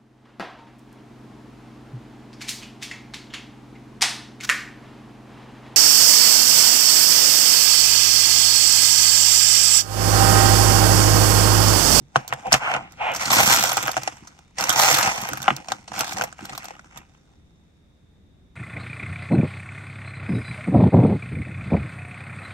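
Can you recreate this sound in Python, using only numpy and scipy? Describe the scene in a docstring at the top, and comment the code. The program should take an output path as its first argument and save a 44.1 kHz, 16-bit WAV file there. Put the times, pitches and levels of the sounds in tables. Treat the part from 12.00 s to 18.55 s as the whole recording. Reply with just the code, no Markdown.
"""Three rough stones are shifted between the fingers right in front of a handheld phone in a quiet room.
A first knock and a tight burst come in the opening 0.6 s; rubbing and knocks crowd from 1 to 2 s,
thin out, crowd again from 2.6 to 3 s, then grow weaker until only faint rubbing and the room are left.
Grit catches and edge knocks are bursts of noise that ring the damped stones; the hand thuds into the phone.
A short echo surrounds the stones, and shaped noise makes the room's low hum and faint hiss."""
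import sys
import numpy as np
from scipy import signal
from scipy.fft import rfft, irfft
from scipy.io import wavfile
from scipy.ndimage import uniform_filter1d

SR = 44100
rng = np.random.default_rng(int(sys.argv[2]) if len(sys.argv) > 2 else 0)


def output_pcm(signal):
    """Save a mono or channel-first signal as 16-bit PCM at the path in sys.argv[1].

    Samples are clipped to [-1, 1] before scaling.
    """
    pcm = np.clip(np.atleast_2d(signal).T, -1, 1) * 32767
    wavfile.write(sys.argv[1], SR, np.round(pcm).astype(np.int16))


N = 289075  # length in samples

# Rubbing strokes of the stones: [start/s, swell/s, hold/s, release/s,
# soft drag level/dB, stone grind level/dB, gritty scratch level/dB]
RUBBING_STROKES = [(0, .005, 0.14, .03, -70, -71, -68), (0.14, .015, 0.0081, 0.18, -33, -40, -46.5),
                   (0.263, .05, 0.0066, 0.13, -42, -39.5, -49.5),
                   (0.352, .03, 0.05, .05, -47, -48.5, -53.5),
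                   (0.427, .03, 0.028, 0.032, -29.5, -59, -51.5), (.5, .03, 0.011, 0.062, -31, -20, -25.5),
                   (0.551, 0.077, 0.14, .03, -29, -28.5, -45), (0.749, .02, 0.031, .3, -42, -43, -57),
                   (0.879, .02, 0.1, 0.057, -56.5, -64, -58), (0.976, .04, 0.076, 0.21, -25, -28.5, -51),
                   (1.122, .1, 0.12, .05, -39, -28.5, -29), (1.284, .04, 0.21, 0.46, -27.5, -20, -18.5),
                   (1.754, .02, 0.092, 0.47, -41.5, -37, -69), (1.992, .03, 0.033, 0.05, -54, -41.5, -46),
                   (2.121, .03, 0.17, .6, -63, -61, -65), (2.565, .03, 0.28, 0.13, -33.5, -29.5, -31),
                   (2.716, .08, 0.05, 0.53, -23.5, -20.5, -18.5), (2.9, .05, .15, .06, -30, -25, -33.5),
                   (3.101, .02, 0.19, 0.2, -40.5, -36.5, -47.5),
                   (3.408, .05, 0.037, 0.19, -34, -34.5, -44.5),
                   (3.646, .05, 0.016, 0.18, -42.5, -42, -45.5), (3.876, .09, .06, .12, -37.5, -34, -35.5),
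                   (4.028, 0.046, .05, .08, -37.5, -37, -35),
                   (4.114, .07, 0.015, 0.16, -35.5, -34.5, -39.5),
                   (4.327, .07, 0.25, 0.34, -50, -45.5, -49.5), (4.831, .14, 0.0053, 0.12, -54, -46, -57),
                   (4.999, .03, .1, 1.16, -68, -67, -67)]
PORT_WANDER_MS = 0.054  # how far the lag between the two microphone ports wanders as the stones move


def stones():
    """Rubbing and knocks ring the same modes: stone body, edges, finest grit and the hand holding them."""
    # Knocks: [time/s, body level/dB, edge level/dB, finest edge level/dB, chatter length/ms]
    knock_table = [(0.158, 0, -22, -46.5, 6.3), (0.164, -18, -23, -47.5, 6), (0.278, -34, -26.5, -32.5, 6),
                   (0.287, -44, -36, -48, 11), (0.325, -11, -37, -49, 9.9), (0.335, -24.5, -30, -44, 7.4),
                   (0.468, -31.5, -40, -53, 8.4), (0.521, -7, -17, -29, 7.3), (0.527, -12.5, 0.5, -27, 5.1),
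                   (0.54, -4, -8.5, -27.5, 6.4), (0.548, -9.5, -28.5, -42, 9), (0.716, -15, -34, -55, 2.8),
                   (0.738, -12.5, -26.5, -55, 7.7), (0.748, -15, -45, -63, 8.3),
                   (0.763, -20.5, -35, -65, 6), (0.921, -48, -44, -50, 7.6), (1.117, -28, -37, -42, 6),
                   (1.137, -36, -32, -39, 11), (1.148, -24, -26, -37, 12), (1.161, -27, -22, -32.5, 16),
                   (1.256, -36, -17.5, -37, 9.6), (1.304, -12.5, -15.5, -45, 14),
                   (1.316, -19, -13, -24, 3.9), (1.402, -6, -13.5, -22.5, 6.5),
                   (1.524, -17.5, -12.5, -20, 8.1), (1.544, -11.5, -22.5, -14, 6.9),
                   (1.562, -12, -16.5, -19, 4.8), (1.626, -15.5, -14, -24, 6),
                   (1.637, -13, -12.5, -14, 5.5), (1.655, -30, -18.5, -22, 4.3),
                   (1.693, -24, -19, -28, 6.7), (1.717, -16, -18, -24.5, 8.7), (1.731, -19, -35, -21, 5.2),
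                   (1.769, -14, -17, -25, 11), (1.778, -11.5, -27, -43, 7.3), (1.827, -21, -21, -27, 9.5),
                   (1.872, -21, -30.5, -27.5, 8), (1.88, -10.5, -23, -42.5, 6.7),
                   (1.891, -16.5, -28, -42.5, 4.2), (1.915, -30.5, -23.5, -30, 7.5),
                   (1.942, -24.5, -39, -49, 2.5), (1.967, -11, -22, -44, 9.2),
                   (1.976, -17.5, -26.5, -50, 8.9), (2.033, -26.5, -26, -33, 5.7),
                   (2.075, -14.5, -21.5, -46, 8.8), (2.272, -40, -38.5, -59, 17.5),
                   (2.389, -46, -47, -64, 6), (2.584, -18.5, -20, -41, 10.3), (2.608, -26, -16.5, -31, 8.9),
                   (2.639, -15.5, -16.5, -27, 6.7), (2.693, -12.5, -7.5, -17, 5.8),
                   (2.701, -14.5, -10, -26.5, 13), (2.726, -23.5, -20.5, -24.5, 18),
                   (2.816, -19, -10, -26.5, 4.9), (2.834, -9, -10.5, -25.5, 5.1),
                   (2.942, -19.5, -11.5, -20, 16), (2.97, -17.5, -21, -18, 6.8),
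                   (2.985, -15, -15.5, -16, 7.8), (3.028, -14.5, -15, -38, 10), (3.187, -28, -31, -45, 6.7),
                   (3.215, -33, -27, -30, 7.3), (3.288, -18, -25, -29.5, 6),
                   (3.333, -19.5, -21.5, -32, 4.9), (3.372, -24.5, -34.5, -36, 12),
                   (3.418, -30.5, -27.5, -33.5, 6.8), (3.427, -28.5, -26, -32, 7),
                   (3.48, -1.5, -32.5, -52, 8.3), (3.504, -9.5, -35, -53.5, 7.9),
                   (3.564, -36, -25, -34, 5.8), (3.684, -25.5, -28.5, -53, 8.6),
                   (3.719, -13, -18.5, -35, 7.1), (3.878, -34.5, -36.5, -72, 18),
                   (3.918, -24, -52, -64, 7.2), (3.939, -26, -38, -55, 7.9), (3.991, -33, -22, -23.5, 15),
                   (4.007, -14, -16, -21, 6.2), (4.044, -26, -27, -41, 8.8), (4.13, -37, -30, -34, 10),
                   (4.169, -28, -26.5, -43, 7), (4.183, -23, -24.5, -36, 5.5),
                   (4.211, -13, -22.5, -45, 4.2), (4.219, -15.5, -27, -34, 7.3),
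                   (4.237, -19, -25.5, -30, 12), (4.326, -33, -37, -64, 6.4), (4.391, -29.5, -66, -64, 6),
                   (4.453, -34, -29.5, -38, 8.6), (4.494, -30, -34.5, -56, 12), (4.531, -30, -38, -53, 10),
                   (4.55, -34, -35.5, -47, 18), (4.577, -27, -26, -31.5, 8.2), (4.643, -34, -37, -39, 7.3),
                   (4.654, -34, -32.5, -44, 7), (4.684, -31, -36, -45, 3.3), (4.706, -29, -44, -66, 7.4),
                   (4.752, -40.5, -58, -68, 6), (4.793, -34.5, -47, -75, 8), (4.844, -42, -55, -74, 6),
                   (4.973, -34.5, -34.5, -40, 11), (5.015, -45, -64, -76, 6), (5.149, -47.5, -66, -86, 6.3)]
    blows = np.vstack([knock_table, ticks()])
    t = np.arange(N) / SR
    coarse_t = t[::64]
    levels_db = [np.interp(t, coarse_t, curve) for curve in strokes(coarse_t)]
    drag_db, grind_db, scratch_db = levels_db
    # harder rubbing packs the catches closer (catches per second)
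    rate = np.clip(200 * undb(.4 * (np.maximum(drag_db, grind_db) + 50)), 150, 900)
    # skin sliding on stone: a drag with hardly any scratch is smooth
    soft = np.clip((drag_db - scratch_db - 8) / 12, 0, 1)
    catches = (1 - soft) * grains(rate, spread_db=4, slip_ms=.9) + .7 * soft
    sound = stone_body(levels_db, soft, catches, blows)
    sound += stone_edges(scratch_db, catches, blows)
    sound += finest_grit(scratch_db, catches, blows)
    return sound + hand(grind_db, scratch_db, catches, blows)


def stone_body(levels_db, soft, catches, blows):
    """The bulk of the stones rings: drag wakes its low modes, grind the middle, both the upper ones."""
    # Body modes: [f/Hz, width/Hz, level/dB, left minus right/dB, left leads/rad]
    body_modes = [(519.3, 74, -9, -3, 1.76), (805.5, 252, -1, -0.5, 1.02), (1047, 526, -1.5, -7.5, 0.85),
                  (1364, 568, 3, -5.5, -1.22), (1875, 860, 0.5, -4.5, -2.5), (2340, 820, -12.5, -3.5, -3.5),
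                  (2620, 1500, -4, 1.5, -1.53)]
    drag, grind, _ = undb(levels_db)
    # the constants added to the catches are a smooth slide beneath them
    body = drag * rubbing(body_modes[:2], catches + .6, alike=.9, patchy_db=3)
    body += grind * rubbing(body_modes[2:5], catches + .9, alike=.62, patchy_db=2)
    upper = undb(-9) * soft * drag + undb(-4) * grind
    body += upper * rubbing(body_modes[5:], catches + 1.7, alike=.96, patchy_db=-1)
    body += knocks(blows, body_modes, blows[:, 1], alike=.61, sharp=8.8, rise_ms=.47, spot_db=4)
    return band(body, 470, 3150)


def stone_edges(scratch_db, catches, blows):
    """Scratching grit and knocks ring the bright edges of the stones."""
    # Edge modes: [f/Hz, width/Hz, level/dB, left minus right/dB, left leads/rad]
    edge_modes = [(3530, 1100, -1, -8, 3.4), (4460, 1100, -8.5, 13.5, 1), (5780, 2500, 5.5, -3.5, 2.1),
                  (7250, 2300, -1, -9, 3.6), (8100, 3600, -5, -3, 0.5)]
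    edge = undb(scratch_db) * rubbing(edge_modes, catches + 1.2, alike=.51, patchy_db=1.5)
    edge += knocks(blows, edge_modes, blows[:, 2], alike=.7, sharp=3, rise_ms=.6, spot_db=3.5)
    return band(edge, 3100, 9900)


def finest_grit(scratch_db, catches, blows):
    """The finest grit and edges ring at the very top, following the scratch."""
    # Finest modes: [f/Hz, width/Hz, level/dB, left minus right/dB, left leads/rad]
    fine_modes = [(11830, 2300, 3.5, -6.5, -3), (14000, 6000, -3.5, -2.5, 1.8), (14000, 850, -12, 3, -1.4)]
    fine = undb(finest_db(scratch_db))
    grit = fine * rubbing(fine_modes, catches + 1.9, alike=.55, patchy_db=2.5)
    grit += knocks(blows, fine_modes, blows[:, 3], alike=.75, sharp=2.5, rise_ms=.16, spot_db=11)
    return band(grit, 9700, 17000)


def hand(grind_db, scratch_db, catches, blows):
    """The hand thuds low into the phone with the rubbing and the knocks, and jolts it now and then."""
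    # Low modes of hand and phone: [f/Hz, width/Hz, level/dB, left minus right/dB, left leads/rad]
    hand_modes = [(59.6, 40, -20, -.5, 0.1), (135, 35, -4, -.5, 0.073), (204, 140, 1, 0, 0.18),
                  (292, 110, -4.5, .5, 1)]
    # The hand jolts the phone: [time/s, level/dB, length/ms (held to 30 at most)]
    jolt_table = [(.005, -42.5, 25), (.166, -30.5, 33), (.29, -44, 30), (.465, -31, 33), (.745, -35, 28),
                  (1.15, -38, 30), (3.31, -29.5, 36), (3.5, -23.5, 26), (3.96, -36, 30), (4.14, -32.5, 23),
                  (4.2, -51, 27), (4.423, -30.5, 13), (4.52, -35.5, 20), (5.37, -49.5, 20), (6.02, -48, 19)]
    jolts = np.array(jolt_table)
    thud = undb(.61 * (grind_db + scratch_db) / 2 - 22.5)
    bumps = catches + 1.4 * grains(67, spread_db=1.2, slip_ms=2.3)
    low = thud * rubbing(hand_modes, bumps, alike=1, patchy_db=3)
    low += undb(-22) * knocks(blows, hand_modes, blows[:, 1], alike=.97, sharp=5, rise_ms=1,
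                              spot_db=6, size=2048)
    low += knocks(jolts, hand_modes, jolts[:, 1], alike=1, sharp=.3, rise_ms=7, spot_db=3, size=4096)
    return band(low, 28, 450)


def strokes(t):
    """Drag, grind and scratch levels (dB): each stroke swells, holds and lets go; their powers add."""
    swing_db = 25  # a stroke climbs this far in its swell and falls this far in its release time
    start, swell, hold, release, *db = np.transpose(RUBBING_STROKES)[..., None]
    before = np.maximum((start + swell - t) / swell, 0)
    after = np.maximum((t - start - swell - hold) / release, 0)
    power = undb(2 * (np.array(db) - swing_db * (before + after)))
    return 10 * np.log10(np.sum(power, axis=1) + 1e-12)


def finest_db(scratch_db):
    """Level of the finest grit (dB): it rises faster than the scratch it goes with."""
    return 1.316 * scratch_db - 3


def ticks():
    """Lesser chance ticks, as rows like the knocks, a little over the rubbing they come from."""
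    count, over_db, spread_db, length_ms = 32, .5, 1, 5
    when, size = rng.random((count, 2)).T
    s = when * RUBBING_STROKES[-1][0]  # anywhere up to the start of the last stroke
    _, grind, scratch = strokes(s) + over_db - spread_db * np.log(size)
    return np.transpose([s, grind, scratch, finest_db(scratch), length_ms + 0 * s])


def rubbing(modes, catches, alike, patchy_db):
    """Grain-driven noise into the modes; the contact spot wanders, so each mode swells on its own."""
    push = ports(alike) * catches
    pushes = (push * undb(patchy_db * walk(30)) for _ in modes)
    return unit(ring(modes, pushes, PORT_WANDER_MS * walk(6.5)))


def grains(rate, spread_db, slip_ms):
    """Random grit catches, a few loud among many faint, fading over about slip_ms; mean power 1."""
    hit = rng.random(N) < rate / SR
    size = np.minimum(rng.exponential(size=N), 3)
    impulses = hit * undb(spread_db * size) / np.sqrt(rate)  # closer catches are each weaker
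    decay = np.exp(-1000 / (slip_ms * SR))
    return unit(signal.lfilter([1], [1, -decay], impulses))


def knocks(blows, modes, db, alike, sharp, rise_ms, spot_db, size=1152):
    """A blow builds at the pace of rise_ms, then chatters out; each contact spot weighs the modes anew."""
    start = (blows[:, 0] * SR).astype(int)
    length_ms = np.clip(blows[:, -1], .5, 30)[:, None, None]
    spot = rng.standard_normal((len(blows), len(modes) + 1))[..., None, None]
    t_ms = np.arange(size) * 1000 / SR
    noise, out = ports(alike), np.zeros((2, N))
    push = np.array([noise[:, i:i + size] for i in start])
    push *= (1 - np.exp(-t_ms / rise_ms)) * np.exp(-2 * t_ms / length_ms)
    push[..., int(rise_ms * SR / 1000)] -= sharp  # one sharp kick
    pushes = (push * undb(spot_db * spot[:, k]) for k in range(len(modes)))
    sounds = ring(modes, pushes, PORT_WANDER_MS * spot[:, -1])
    for i, sound, gain in zip(start, sounds, undb(db)):
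        # the level is that of the loudest millisecond
        peak_power = uniform_filter1d(np.mean(sound ** 2, axis=0), 44).max()
        out[:, i:i + size] += gain * sound / np.sqrt(peak_power)
    return out


def ring(modes, pushes, lag_ms):
    """Each mode rings with its own push; the two ports hear it at their own level and phase."""
    out, side = 0, np.array([[.5], [-.5]])  # left, right
    for (hz, width, db, pan_db, lead), push in zip(modes, pushes):
        pole = np.exp((2j * np.pi * hz - np.pi * width) / SR)
        z = signal.lfilter([np.sqrt(width)], [1, -pole], push)
        # stone and hand ring in turn: dark valleys between the modes
        z = signal.lfilter([1 - abs(pole)], [1, -pole], z)
        turn = lead + 2 * np.pi * hz * lag_ms / 1000
        out = out + undb(db + pan_db * side) * np.imag(z * np.exp(1j * turn * side))
    return out


def ports(alike):
    """Noise for two microphone ports that share part of it (alike: 0 nothing, 1 everything)."""
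    both, left, right = rng.standard_normal((3, N))
    return np.sqrt(alike) * both + np.sqrt(1 - alike) * np.array([left, right])


def walk(rate):
    """A random curve sliding to a new level every 1 / rate s; spread near 1."""
    k = int(SR / rate)
    steps = np.repeat(rng.standard_normal(N // k + 1), k)
    return 1.2 * uniform_filter1d(steps, k)[:N]


def undb(db):
    """Turn decibels into a plain factor."""
    return 10 ** (np.asarray(db) / 20)


def unit(x):
    """Scale to rms 1."""
    return x / np.sqrt(np.mean(x ** 2))


def band(x, lo_hz, hi_hz):
    """Steep skirts: a group of modes radiates little outside its range."""
    return signal.sosfilt(signal.butter(4, [lo_hz, hi_hz], "bandpass", fs=SR, output="sos"), x)


def echoes(x):
    """Table and walls return a short dull smear, unlike left and right."""
    echo_db, t60_s = -17, .09  # t60: time to fall by 60 dB
    t = np.arange(int(.2 * SR)) / SR
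    tail = rng.standard_normal((2, len(t))) * undb(-60 * t / t60_s) * (t > .002)
    tail = signal.lfilter([.5], [1, -.4], tail)  # softens the treble
    tail /= np.sqrt(np.sum(tail ** 2, axis=1, keepdims=True))
    return undb(echo_db) * signal.fftconvolve(x, tail, axes=1)[:, :N]


def room():
    """Noise shaped into low hum and faint hiss; the bass is mostly alike at both ports and wavers."""
    # Colour of the room noise: [f/Hz, relative level per Hz/dB]
    room_colour = [(20, -16), (78, -0.5), (120, -10.5), (160, -5.5), (300, -16.5), (550, -23.5),
                   (1000, -32.5), (2200, -35), (3200, -41), (3680, -26.5), (4050, -43), (6200, -43.5),
                   (9000, -49.5), (16000, -59.5)]
    colour_hz, colour_db = np.array(room_colour).T
    hz = np.fft.rfftfreq(N, 1 / SR) + 1  # + 1 keeps the logarithm finite
    shape = undb(np.interp(np.log(hz), np.log(colour_hz), colour_db))
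    alike = .9 / (1 + (hz / 450) ** 2)
    mid, side = rfft(rng.standard_normal((2, N)))
    side_gain = np.sqrt((1 - alike) / (1 + alike))
    pair = shape * (mid + side_gain * side * np.array([[1], [-1]]))
    low = hz < 400
    hum = irfft(pair * low, N) * undb(2 * walk(3.4))
    both = hum + irfft(pair * ~low, N)
    return both * undb(-55.5) / np.std(both.mean(axis=0))


def scene():
    """Stones, their echo and the room."""
    near = stones()
    return near + echoes(near) + room()


def record(dry):
    """The phone rounds the loudest peaks and cuts the top."""
    rounded = np.tanh(.84 * dry) / .87
    top_cut = signal.ellip(10, .2, 90, 15750, fs=SR, output="sos")  # edge at 15750 Hz
    return signal.sosfilt(top_cut, rounded)


dry = scene()
out = record(dry)
output_pcm(out)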